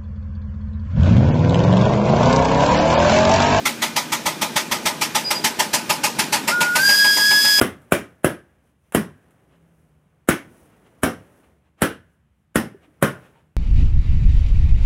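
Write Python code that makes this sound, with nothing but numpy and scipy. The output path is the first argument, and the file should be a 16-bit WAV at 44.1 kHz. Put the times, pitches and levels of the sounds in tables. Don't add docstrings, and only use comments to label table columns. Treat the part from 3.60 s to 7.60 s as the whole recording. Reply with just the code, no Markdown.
import sys
import numpy as np
from scipy import signal
from scipy.fft import rfft, irfft
from scipy.io import wavfile
from scipy.ndimage import uniform_filter1d, map_coordinates

SR = 44100
rng = np.random.default_rng(int(sys.argv[2]) if len(sys.argv) > 2 else 0)


def volts(x):
    e = np.asarray(x, float) / 20
    return 10 ** e


def log_audio(samples):
    frames = np.atleast_2d(samples).T
    limited = np.clip(frames, -1, 1)
    pcm = np.round(limited * 32767).astype(np.int16)
    wavfile.write(sys.argv[1], SR, pcm)


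N = 176400

# (frequency [Hz], density [dB per Hz])
FIELD_COLOUR = [(35, -50), (60, -21), (226, 4), (705, -7.5), (849, -12), (1590, -8.5), (2010, -11),
                (5580, -14.5), (15500, -27)]
# (frequency [Hz], width [Hz], level [dB])
GEAR_DRONES = [(157.6, 11, -44), (230.9, 2.6, -39.5), (314.2, 4.7, -44.5), (1495, 18, -48)]
# (time [s], gain [dB])
DUCKING = [
    (0, -5),
    (2.9, -3),
    (3.4, -7),
    (4, -8.5),
]
# (time [s], peak level [dB], brightness [dB])
BEATS = [(0.057, -14.5, 2.5), (0.223, -13.5, 0), (0.365, -12.5, -1), (0.524, -16.5, 2), (0.661, -11.5, -2),
         (0.818, -13, -1.5), (0.963, -13, 1), (1.117, -11.5, -2), (1.259, -11, -2), (1.416, -15.5, 2),
         (1.552, -11, -1.5), (1.708, -13, -1), (1.845, -11.5, 0), (1.995, -10.5, -2.5),
         (2.136, -11.5, -0.5), (2.298, -10, -3), (2.439, -11, -1.5), (2.591, -11.5, -1), (2.728, -10, -1),
         (2.879, -10.5, -2), (3.009, -12, -1), (3.157, -11.5, -1), (3.292, -15.5, -2), (3.445, -16, -4),
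         (3.569, -16, -2), (3.71, -15.5, -4), (3.846, -19, 0.5), (3.986, -20.5, 1.5)]
# (frequency [Hz], width [Hz], level [dB])
CHIMNEY = [(607, 94, -10), (865, 79, -2), (987, 69, -4.5), (1232, 40, -4.5)]
# (frequency [Hz], density [dB per Hz])
JET_FAR = [(760, -27), (1300, -1), (1580, -12), (2010, 0), (2860, -9.5), (3140, -5.5), (5550, -8),
           (15500, -20)]
# (frequency [Hz], density [dB per Hz])
JET_NEAR = [(760, -33), (1300, -9.5), (1810, -3), (3200, -6.5), (3480, -8), (5110, -6.5), (11400, -14),
            (15500, -20)]
# (frequency [Hz], density [dB per Hz])
PUFF_COLOUR = [(60, -44), (130, -1.5), (180, 0.5), (400, -1), (700, -43)]
# (frequency [Hz], level [dB], T60 [s])
BOILER_BOOM = [(99, -33, .09), (71, -47, 0.38)]
# (time [s], length [s], level [dB], pitch [Hz])
SQUEAKS = [
    (1.642, 0.067, -23, 4905),
    (1.698, .06, -37, 4900),
    (1.748, 0.043, -25, 4865),
    (1.792, 0.013, -30, 4870),
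    (1.825, .025, -36, 4860),
]
# (time [s], pitch [Hz], first partial level [dB], third partial level [dB])
WHISTLE = [
    (2.905, 1326, -25, -56),
    (2.935, 1436, -19, -65),
    (3.135, 1438, -21, -62),
    (3.2, 1546, -16.5, -37),
    (3.255, 1611, -15.5, -17.5),
    (3.38, 1648, -14, -17.5),
    (3.6, 1654, -17, -20),
    (3.78, 1678, -16, -17),
    (4, 1664, -22, -16.5),
]
# (time [s], flow level [dB])
STEAM_FLOW = [
    (2.9, -46),
    (3.14, -36.5),
    (3.2, -26.5),
    (3.3, -22),
    (3.6, -23),
    (4, -21.5),
]
# (time [s], length [s], depth [dB])
CHOKES = [
    (3.18, 0.012, -6),
    (3.215, 0.0037, -4),
    (3.369, .007, -8.5),
    (3.376, 0.021, -6.5),
    (3.571, 0.033, -11),
    (3.83, 0.021, -11.5),
]
# (frequency [Hz], density [dB per Hz])
HISS_LOW = [(400, -30), (1000, -11.5), (1900, -8), (2500, -8), (4000, -7), (5450, 0.5)]
# (frequency [Hz], density [dB per Hz])
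HISS_HIGH = [(3530, -31), (6000, -3), (14400, -6), (15500, -10)]


def unit(x):
    return x / np.sqrt(np.mean(x ** 2) + 1e-20)


def along(points, hz):
    f, db = np.transpose(points)
    return volts(np.interp(np.log(hz + 1), np.log(f + 1), db))


def curves(rows):
    s, *columns = np.transpose(rows)
    return [np.interp(np.arange(N) / SR, s, column) for column in columns]


def wobble(rate):
    knots = rng.standard_normal(int(N * rate / SR) + 4)
    return map_coordinates(knots, [np.arange(N) * rate / SR])


def peak(f, hz, width_hz):
    return 1j * f * width_hz / (hz * hz - f * f + 1j * f * width_hz)


def noise(response, patchy_db):
    z = signal.stft(rng.standard_normal(N + 512), nperseg=512)[2]
    patches = uniform_filter1d(rng.standard_normal(z.shape), size=5, axis=0)
    patches = uniform_filter1d(patches, size=8, axis=1)
    x = signal.istft(z * volts(patchy_db * unit(patches)), nperseg=512)[1][:N]
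    return unit(irfft(rfft(x) * response(np.fft.rfftfreq(N, 1 / SR)), N))


def field():
    duck_db, = curves(DUCKING)
    leak = (2430, 40, -45)
    drones = 0
    for hz, width_hz, db in list(GEAR_DRONES) + [leak]:
        drones = drones + volts(db) * noise(lambda f: peak(f, hz, width_hz), patchy_db=-0.2)
    rumble = volts(-30 + 0.68 * wobble(45)) * noise(lambda f: along(FIELD_COLOUR, f), patchy_db=1.3)
    return volts(duck_db) * (rumble + drones)


def on_beats(stroke, lead_s, levels_db):
    track = np.zeros(N + SR)
    for beat, db in zip(BEATS, levels_db):
        start = max(round((beat[0] - lead_s) * SR), 0)
        track[start:start + len(stroke)] += volts(db) * stroke
    return track[:N]


def chimney_response(f):
    power = (volts(-32) * f ** 2 / (f ** 2 + 450 ** 2)) ** 2
    for hz, width_hz, db in CHIMNEY:
        power = power + abs(volts(db) * peak(f, hz, 1.37 * width_hz) ** 2) ** 2
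    split_hz = 1440
    return np.sqrt(power) / (1 + (f / split_hz) ** 8)


def jet_noise():
    near_from_s, near_to_s = 0.92, 2.21
    nearness = np.clip((np.arange(N) / SR - near_from_s) / (near_to_s - near_from_s), 0, 1)
    angle = np.pi / 2 * nearness
    far = np.cos(angle) * noise(lambda f: along(JET_FAR, f), patchy_db=2.0)
    return far + np.sin(angle) * noise(lambda f: along(JET_NEAR, f), patchy_db=2.0)


def steam_jets():
    t = np.arange(SR // 2) / SR
    _, db, bright_db = np.transpose(BEATS)
    lead_s, rise_s = 0.0076, 0.0095
    rise = 1 - np.exp(-(t / rise_s) ** 2)
    burst = rise * (volts(-60 * t / 0.14) + volts(-3 - 60 * t / 0.25))
    ring = rise * volts(-13.5 - 60 * t / 0.5)
    edge = rise * volts(-7 - 60 * t / 0.079)
    low = on_beats(burst + ring, lead_s, db - 9)
    high = on_beats(burst, lead_s, db + bright_db - 1.5)
    crisp = on_beats(edge, lead_s, db + bright_db)
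    chimney = low * volts(0.65 * wobble(120)) * noise(chimney_response, patchy_db=0.5)
    jet = high * volts(0.8 * wobble(150)) * jet_noise()
    return chimney + jet + crisp * noise(lambda f: f ** 2 / (f ** 2 + 6000 ** 2), patchy_db=3.0)


def ground_bounce(direct):
    extra_s, growth, gain = 0.0003153, 0.00003, 0.13
    n = np.arange(N)
    bounce = map_coordinates(direct, [n - extra_s * SR - growth * n], mode="nearest")
    return (direct + gain * bounce) / np.sqrt(1 + gain ** 2)


def chimney_puffs():
    t = np.arange(SR // 2) / SR
    puff = (1 - np.exp(-(t / 0.013) ** 2)) * volts(-60 * t / 0.28)
    levels_db = -28.5 + 0.61 * (np.transpose(BEATS)[1] + 12)
    push = on_beats(puff, 0.0076 + 0.011, levels_db)
    return push * noise(lambda f: along(PUFF_COLOUR, f), patchy_db=0.6)


def boiler_booms():
    t = np.arange(SR // 2) / SR
    boom = sum(volts(db - 60 * t / t60) * np.sin(2 * np.pi * hz * t) for hz, db, t60 in BOILER_BOOM)
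    return on_beats(boom, 0.0041, 1.5 * rng.standard_normal(len(BEATS))) * volts(curves(DUCKING)[0])


def exhaust():
    return ground_bounce(steam_jets()) + boiler_booms() + chimney_puffs()


def squeak():
    t, out = np.arange(N) / SR, 0
    for s, length_s, db, hz in SQUEAKS:
        swell = np.sin(np.pi * np.clip((t - s) / length_s, 0, 1)) ** 0.66
        sagging_hz = hz - 150 * (t - s - length_s)
        out = out + volts(db + 3) * swell * np.sin(2 * np.pi * sagging_hz * (t - s))
    return out


def whistle_tone(flow_db):
    hz, first_db, third_db = curves(WHISTLE)
    t = np.arange(N) / SR
    phase = 2 * np.pi * np.cumsum(hz * (1 + 0.00214 * wobble(90))) / SR

    choke_db = sum(db * np.exp(-((t - s) / length_s) ** 2) for s, length_s, db in CHOKES)
    blowing = np.clip((flow_db + 55) / 15, 0, 1)
    flutter_db = 1.5 * blowing * (0.68 * wobble(200) + 0.27 * wobble(25.06))
    warble_db = 4.5 * np.exp(-((t - 3.26) / 0.06) ** 2) * np.sin(2 * np.pi * 47 * t + 0.8 * wobble(20))
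    first = volts(first_db + choke_db + flutter_db + warble_db) * np.sin(phase)

    second_in = np.clip((t - 3.185) / 0.22, 0.03, 1)
    second_db = flow_db - 5.5 + 5.1 * (t - 3.5) + 1.4 * wobble(55)
    second = second_in * volts(second_db) * np.sin(2 * phase)

    rough_db = wobble(200) + 0.8 * wobble(30)
    third = volts(third_db + rough_db) * np.sin(3 * phase + 0.21 * wobble(200))
    fourth = volts(flow_db - 17 + 4.2 * wobble(60)) * np.sin(4 * phase)
    return first + second + third + fourth


def whistle_steam(flow_db):
    third_db = curves(WHISTLE)[2]
    colour = [(100, -120)] + list(HISS_LOW) + list(HISS_HIGH)[1:]
    hiss = noise(lambda f: along(colour, f), patchy_db=0.1)
    skirt = noise(lambda f: peak(f, 4814, 240) ** 2 / (1 + (f / 5100) ** 40), patchy_db=-0.5)
    skirt = volts(-3.5 + np.minimum(third_db + 22, 0)) * skirt
    return volts(flow_db + 0.8 * wobble(7.2)) * (hiss + skirt)


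def whistle():
    flow_db, = curves(STEAM_FLOW)
    valve = np.clip((np.arange(N) / SR - WHISTLE[0][0]) / 0.0095, 0, 1)
    return valve * (np.sqrt(2) * whistle_tone(flow_db) + whistle_steam(flow_db))


def scene():
    return np.tile(field() + exhaust() + squeak() + whistle(), (2, 1))


def top_cut(x):
    return signal.sosfilt(signal.butter(12, 16150, fs=SR, output="sos"), x)


def record(dry):
    top_hz, bass_hz, ceiling = 15100, 55, 0.78
    f = np.fft.rfftfreq(N, 1 / SR)
    band = (f < top_hz) * f ** 6 / (f ** 6 + bass_hz ** 6)
    x = irfft(rfft(dry) * band, N)
    mix = x / (1 + abs(x / ceiling) ** 6) ** (1 / 6)
    return top_cut(mix)


dry = scene()
out = record(dry)
log_audio(out)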